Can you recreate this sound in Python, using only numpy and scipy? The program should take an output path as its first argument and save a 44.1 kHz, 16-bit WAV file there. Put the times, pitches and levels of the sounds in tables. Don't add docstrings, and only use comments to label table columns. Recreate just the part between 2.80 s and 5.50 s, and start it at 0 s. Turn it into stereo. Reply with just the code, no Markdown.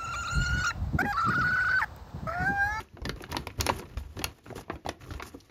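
import sys
import numpy as np
from scipy import signal
from scipy.fft import rfft, irfft, next_fast_len
from scipy.io import wavfile
from scipy.ndimage import uniform_filter1d

SR = 44100
rng = np.random.default_rng(int(sys.argv[2]) if len(sys.argv) > 2 else 0)


def digitize_waveform(pressure):
    field = np.atleast_2d(pressure).T
    bounded = np.clip(field, -1, 1)
    quanta = np.round(bounded * 32767).astype(np.int16)
    wavfile.write(sys.argv[1], SR, quanta)


def natural_amplitude(level_db):
    exponent = np.asarray(level_db, float) / 20
    return 10 ** exponent


N = 119070


def evened(x):
    return x / np.sqrt(np.mean(x ** 2) + 1e-20)


def smooth_twice(x, size, axis=-1):
    return uniform_filter1d(uniform_filter1d(x, size=size, axis=axis), size=size, axis=axis)


def read(points, hz):
    f, value = np.transpose(points)
    return np.interp(np.log(hz + 1), np.log(f + 1), value)


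def add(mix, start_s, sound):
    part = mix[:, max(round(start_s * SR), 0):][:, :sound.shape[1]]
    part += sound[:, :part.shape[1]]


# [freq_hz, level_db]
SHEET_COLOUR = [(150, -9.5), (350, 2), (1000, 6), (2400, -1.5), (4400, -1.5), (6000, -5.5), (12000, -3),
                (16500, -9)]
# [freq_hz, t60_s]
SHEET_DECAY = [(150, 0.14), (500, 0.035), (1500, 0.032), (4500, 0.017), (12000, 0.0017)]
BODY_HZ, MID_HZ, SIZZLE_HZ = 554, 2570, 7900
BODY_DB, SIZZLE_DB = 8.5, 18.5
RISE_TURNS = 0.27


def snap(level_db, body_db, sizzle_db, count=100):
    t = np.arange(2600) / SR
    step, size, turn_left, turn_right = rng.random((4, count))
    hz = 150 * 108 ** ((np.arange(count) + step) / count) ** .8
    sizzle_db = sizzle_db + SIZZLE_DB
    colour = [(BODY_HZ, body_db + BODY_DB), (MID_HZ, 0), (SIZZLE_HZ, sizzle_db), (2 * SIZZLE_HZ, 1.9 * sizzle_db)]
    gain = natural_amplitude(read(SHEET_COLOUR, hz) + read(colour, hz) + 9.2 * size)
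    phase = np.exp(2j * np.pi * np.array([turn_left, turn_right]))
    modes = np.exp(np.outer(2j * np.pi * hz - np.log(1000) / read(SHEET_DECAY, hz), t))
    rise = np.minimum(t / (RISE_TURNS / hz[:, None] + 0.0006), 1)
    sound = ((gain * phase) @ (modes * rise)).real
    return natural_amplitude(level_db) * sound / abs(sound[0]).max()


# [start_s, level_db, body_db, sizzle_db]
SNAPS = [(0.17, -31.5, -7.5, -34), (0.253, -19, -19, -21.5), (0.293, -16.5, -18, -13.5),
         (0.361, -34, -3, -11), (0.406, -30, 3.5, -11), (0.439, -28, -22.5, -26.5), (0.518, -22, -13, -1),
         (0.546, -29, -16, -54), (0.567, -11.5, -13.5, -10), (0.67, -21, -11.5, -10.5),
         (0.789, -29, 2, -12), (0.809, -7.5, -29, -2.5), (0.865, -11.5, -18.5, -4),
         (0.891, -13.5, -18, -22.5), (1.025, -32, -4, -47), (1.172, -27.5, -11.5, -19),
         (1.369, -33, -2, -11.5), (1.391, -25.5, -10, -12.5), (1.417, -26, -20, -35),
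         (1.442, -9.5, -25.5, -7.5), (1.702, -27.5, -2, -41), (1.758, -27, 0.5, -7), (1.881, -37, 5, -51),
         (1.898, -17, -8.5, -50), (2.05, -32, -4, -34), (2.09, -18.5, -17.5, -14),
         (2.306, -30.5, -6, -24.5), (2.337, -31, -8, -13.5), (2.397, -24, -18, -39),
         (2.424, -26.5, -15, -15.5),
         (.003, -27, -16.5, -31), (0.186, -36.5, 26, 2), (.217, -35.5, -3.5, -16.5),
         (0.525, -23, -15.5, -15.5), (.604, -44, -9, -27.5), (0.801, -20, -17.5, -27),
         (0.899, -19, -13.5, -22.5), (0.994, -28.5, -7, -10), (1.664, -35, -9.5, -52),
         (1.809, -40.5, -11.5, -10.5), (1.956, -31, -2.5, -19), (2.063, -29.5, -10, -19),
         (2.262, -45, -7, -19), (2.543, -33.5, 17, -33), (2.696, -41, -10, -20)]
LEAD_S, CLUMP_S_PER_DB, SIDE_DB = 0.0012, .0004, -6


def creases():
    out = np.zeros((2, N))
    for start_s, level_db, body_db, sizzle_db in SNAPS:
        sound = snap(0, body_db, sizzle_db)
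        dull_db = np.clip(body_db - sizzle_db + 13.0, 6, 30)
        clump = np.zeros((2, 4000))
        add(clump, LEAD_S, sound)
        for when, size in rng.random((8, 2)):
            spread_s = CLUMP_S_PER_DB * dull_db if size < .8 else 0
            late_s = LEAD_S + spread_s * when if size < .8 else LEAD_S * when
            side_gain = natural_amplitude(SIDE_DB - 9.3 * size - 60 / dull_db) * np.sign(when - .5)
            add(clump, late_s, side_gain * sound)
        add(out, start_s - LEAD_S, natural_amplitude(level_db) * clump / abs(clump[0]).max())
    return out


# [start_s, length_s, slide_db, bend_db]
STROKES = [(-.02, 0.02, -46.5, -45), (0.108, 0.098, -83, -53), (0.224, 0.081, -81, -36),
           (0.345, 0.11, -66, -43), (0.471, 0.14, -58, -38), (0.608, 0.15, -68.5, -52),
           (0.763, 0.15, -53.5, -37.5), (0.834, 0.16, -48.5, -44.5), (0.994, 0.15, -66.5, -49),
           (1.158, 0.031, -49.5, -45), (1.212, 0.13, -65.5, -55.5), (1.341, 0.13, -58, -41),
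           (1.462, 0.12, -65, -63), (1.617, 0.11, -61.5, -53), (1.734, 0.053, -49.5, -41.5),
           (1.894, 0.04, -64, -40), (2.037, 0.067, -58.5, -43.5), (2.184, .2, -58.5, -49),
           (2.406, 0.061, -50.5, -53), (2.5, 0.041, -59.5, -53), (2.56, 0.11, -65, -72)]
SLIDE_COLUMN, BEND_COLUMN = 2, 3
STROKE_RISE_S, STROKE_FALL_S, SLIDE_FALL_S = 0.028, 0.025, 0.022


def effort(column, fall_s=STROKE_FALL_S):
    t, power = np.arange(N) / SR, np.zeros(N)
    for row in STROKES:
        start_s, length_s = row[:2]
        rise = np.clip((t - start_s) / STROKE_RISE_S, 0, 1) ** 2
        fall = np.exp(-np.maximum(t - start_s - length_s, 0) / fall_s)
        power += (natural_amplitude(row[column]) * rise * fall) ** 2
    return np.sqrt(power)


def crinkle(per_s=500, spread_db=4.5, level_db=2.5):
    clumps = natural_amplitude(5 * evened(uniform_filter1d(rng.standard_normal(N), size=500)))
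    hits = rng.random(N) < per_s / SR * clumps
    size = evened(natural_amplitude(spread_db * np.minimum(rng.exponential(1, N), 3)) * hits)
    size = size * np.sqrt(effort(SLIDE_COLUMN) * effort(BEND_COLUMN))
    kind, out = rng.integers(0, 12, N), np.zeros((2, N))
    for k in range(12):
        grain = snap(0, -16 + k, -25 - 1.5 * k, count=40)[:, :1500]
        grain = grain / np.linalg.norm(grain[0])
        out += signal.oaconvolve((size * (kind == k))[None], grain, axes=1)[:, :N]
    return natural_amplitude(level_db) * out


# [start_s, level_db, pitch_hz]
FLAPS = [(0.021, -44.5, 69), (0.216, -26, 60.6), (0.333, -29, 57.6), (.39, -48, 91.5), (.53, -35, 62.5),
         (0.663, -30.5, 87), (0.788, -20.5, 82.3), (0.918, -33, 92.6), (1.166, -20, 64.9),
         (1.252, -30, 71.6), (1.374, -39, 64), (1.441, -28.5, 66), (1.702, -32.5, 118), (1.76, -39.5, 117),
         (2.059, -34.5, 85.5), (2.311, -36, 82), (2.348, -27.5, 63), (2.422, -36.5, 68.3),
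         (2.539, -34, 283)]
FLAP_T60_S, FLAP_RISE_S, FLAP_DB = 0.12, 0.0068, 1.5


def flaps():
    out, t = np.zeros((2, N)), np.arange(8000) / SR
    for start_s, level_db, pitch_hz in FLAPS:
        swing = np.sin(2 * np.pi * pitch_hz * t * (1 - 0.2 * t) + np.array([[0], [1.3]]))
        decay_db = 60 * t * max(pitch_hz / 120, 1) / FLAP_T60_S
        rise = 1 - np.exp(-(t / FLAP_RISE_S) ** 2)
        add(out, start_s, natural_amplitude(level_db + FLAP_DB - decay_db) * rise * swing)
    return out


def rings(table, gain_db, turns):
    out, t = np.zeros((2, N)), np.arange(2000) / SR
    for start_s, level_db, pitch_hz in table:
        off, turn = rng.uniform(-1, 1, 3), rng.random((2, 3))
        hz = pitch_hz * (1 + 0.035 * off * [0, 1, 1])
        modes = np.exp(2j * np.pi * np.outer(hz, t))
        sound = ((np.exp(2j * np.pi * turn) * [1, .5, .5]) @ modes).real
        sound = sound * np.minimum(t * pitch_hz / 1.5, 1) * natural_amplitude(-60 * t * pitch_hz / turns)
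        add(out, start_s, natural_amplitude(level_db + gain_db) * sound / abs(sound[0]).max())
    return out


# [start_s, level_db, pitch_hz]
PANELS = [(0.17, -43, 910), (0.252, -24, 1380), (0.293, -22, 1400), (0.424, -38, 825), (0.439, -23, 1540),
          (0.487, -38, 856), (0.547, -21.5, 950), (0.67, -26, 890), (0.89, -14.5, 590), (0.898, -18, 970),
          (0.966, -39, 1080), (1.026, -33, 930), (1.391, -37, 840), (1.418, -25.5, 843),
          (1.663, -31.5, 1440), (1.701, -35, 756), (1.726, -31.5, 660), (1.79, -33, 807),
          (1.904, -20.5, 1050), (1.934, -29, 810), (2.063, -25.5, 778), (2.088, -21.5, 676),
          (2.262, -36, 1210), (2.306, -29, 1420), (2.397, -25, 944), (2.423, -24, 1400), (2.456, -36, 1110)]


def panels():
    return rings(PANELS, gain_db=-4, turns=14)


# [start_s, level_db, pitch_hz]
FACETS = [(0.0867, -48, 2600), (0.2523, -31, 2050), (0.2942, -17, 4160), (0.405, -38, 2500),
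          (0.4389, -31, 3620), (0.5452, -28, 2070), (0.5681, -19, 4000), (0.6704, -22, 2300),
          (0.8096, -13, 4440), (0.8649, -12, 2390), (0.8904, -16.5, 2270), (0.9368, -36, 1970),
          (1.4162, -32, 2260), (1.4416, -17, 2480), (1.956, -39, 2290), (2.0892, -18.5, 3770),
          (2.3376, -42, 2150), (2.4239, -30, 2360)]


def facets():
    return rings(FACETS, gain_db=-4, turns=20)


# [start_s, length_s, level_db, pitch_hz]
RASPS = [
    (.508, 0.024, -42, 3060),
    (0.42, 0.0083, -43, 8000),
    (.98, .022, -46.5, 8100),
    (0.69, .03, -45.5, 1700),
    (1.78, 0.05, -52, 7300),
    (2.296, 0.048, -52, 3900),
    (2.6, .015, -52, 4300),
    (2.44, 0.073, -50.5, 7300),
]
RASP_SLIPS_PER_S, RASP_WIDTH = 2800, .4


def rasps():
    out, t = np.zeros((2, N)), np.arange(4000) / SR
    for start_s, length_s, level_db, pitch_hz in RASPS:
        slips = rng.standard_normal((2, 4000)) * (.2 + (rng.random(4000) < RASP_SLIPS_PER_S / SR))
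        band_hz = [pitch_hz / (1 + RASP_WIDTH), pitch_hz * (1 + RASP_WIDTH)]
        sos = signal.butter(2, band_hz, "band", fs=SR, output="sos")
        swell = np.sin(np.pi * np.minimum(t / length_s, 1)) ** 2
        add(out, start_s, natural_amplitude(level_db) * evened(signal.sosfilt(sos, slips)) * swell)
    return out


def texture(colour, patchy_db, flicker_db, size):
    frames, hz = 4 * N // size + 5, np.fft.rfftfreq(size, 1 / SR)
    a, b, c, d, patches = rng.standard_normal((frames, len(hz), 5)).T
    patches = uniform_filter1d(uniform_filter1d(patches, size=9, axis=0), size=9, axis=1)
    flicker = evened(uniform_filter1d(rng.standard_normal(frames), size=5))
    level_db = read(colour, hz)[:, None] + patchy_db * evened(patches) + flicker_db * flicker
    z = np.array([a + 1j * b, c + 1j * d]) * natural_amplitude(level_db)
    return evened(signal.istft(z, nperseg=size, noverlap=3 * size // 4)[1][:, :N])


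# [freq_hz, level_db]
HISS = [(300, -18), (1000, -24), (3000, -3), (6000, -6), (8500, 4), (11500, -12.5), (14300, -9.5),
        (15300, -29.5)]


def slide():
    hiss = texture(HISS, patchy_db=2.5, flicker_db=2.5, size=256)
    return effort(SLIDE_COLUMN, SLIDE_FALL_S) * hiss


# [freq_hz, level_db]
RUMBLE = [(25, -37.5), (62, 1.5), (120, -1.5), (190, -12.5), (320, -11.5), (600, -24), (1300, -37),
          (4000, -48.5)]


def bend():
    return effort(BEND_COLUMN) * texture(RUMBLE, patchy_db=2.5, flicker_db=1.5, size=1024)


# [freq_hz, t60_s]
ROOM_DECAY = [(100, 0.44), (1000, 0.18), (14000, 0.089)]
ROOM_DB = -14


def room(x):
    taps = np.zeros((2, SR // 2))
    at = np.arange(120, SR // 2 - 20, 20)
    signs = rng.choice([-1., 1.], (2, len(at)))
    np.put_along_axis(taps, at + rng.integers(0, 20, (2, len(at))), signs, 1)
    hz, t, z = signal.stft(taps, SR, nperseg=128)
    tail = signal.istft(z * natural_amplitude(-60 * t / read(ROOM_DECAY, hz)[:, None]), SR, nperseg=128)[1]
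    return natural_amplitude(ROOM_DB) * signal.fftconvolve(x[:1], tail / np.linalg.norm(tail[0]), axes=1)[:, :N]


# [freq_hz, level_db]
AIR = [(25, -29), (65, 12), (130, -14.5), (300, -12.5), (1500, -18), (6000, -30), (14300, -41.5),
       (15300, -55.5)]
AIR_DB = -61.5


def still_air():
    return natural_amplitude(AIR_DB) * texture(AIR, patchy_db=1.5, flicker_db=1, size=1024)


def scene():
    paper = creases() + crinkle() + flaps() + panels() + facets() + rasps()
    return paper + room(paper) + slide() + bend() + still_air()


# [freq_hz, left_lead_rad]
PORT_PHASE = [(0, 0), (1100, -.1), (1550, -2.3), (1900, .3), (4400, 1), (6500, -1), (7800, -3),
              (8800, -3.25), (11000, -6.05), (13000, -6.5), (14800, -9.1), (16500, -10.3)]
# [freq_hz, likeness_0_to_1]
PORT_LIKENESS = [(60, .98), (250, .8), (700, .45), (1500, .6), (3000, .75), (5500, .85), (7600, .9995)]
# [freq_hz, left_minus_right_db]
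PORT_LEAN = [(60, .5), (240, 1.5), (1000, .5), (3000, 1.3), (7500, 0)]
# [freq_hz, level_db]
MIC = [(22, -8), (45, 1), (450, 0.5), (720, -3.5), (1100, -2), (14500, 2), (15700, 6), (16300, -1)]


def two_ports(dry):
    size = next_fast_len(N + 4096)
    hz, (a, b) = np.fft.rfftfreq(size, 1 / SR), rfft(dry, size, axis=1)
    same = np.clip(read(PORT_LIKENESS, hz), 0, 1)
    lean = np.sqrt(natural_amplitude(read(PORT_LEAN, hz)))
    turn = np.exp(.5j * np.interp(hz, *np.transpose(PORT_PHASE)))
    left = a * turn * lean
    right = (same * a + np.sqrt(1 - same ** 2) * b) / turn / lean
    return irfft(np.array([left, right]) * natural_amplitude(read(MIC, hz)), size, axis=1)[:, :N]


# [time_s, left_minus_right_db]
HAND_SIDE = [
    (0, 3),
    (.5, 3),
    (1.1, 3),
    (1.45, 1.5),
    (1.9, -1.5),
    (2.1, 2.5),
    (2.6, 3),
]


def hand_side(ports):
    lean_db = np.interp(np.arange(N) / SR, *np.transpose(HAND_SIDE)) - 2
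    side = natural_amplitude(lean_db) ** np.array([[.5], [-.5]])
    mid = smooth_twice(ports, 5) - smooth_twice(ports, 151)
    return ports + (side - 1) * mid


def top_cut(x):
    return signal.sosfilt(signal.butter(12, 16550, fs=SR, output="sos"), x)


def record(dry):
    return top_cut(hand_side(two_ports(dry)))


dry = scene()
out = record(dry)
digitize_waveform(out)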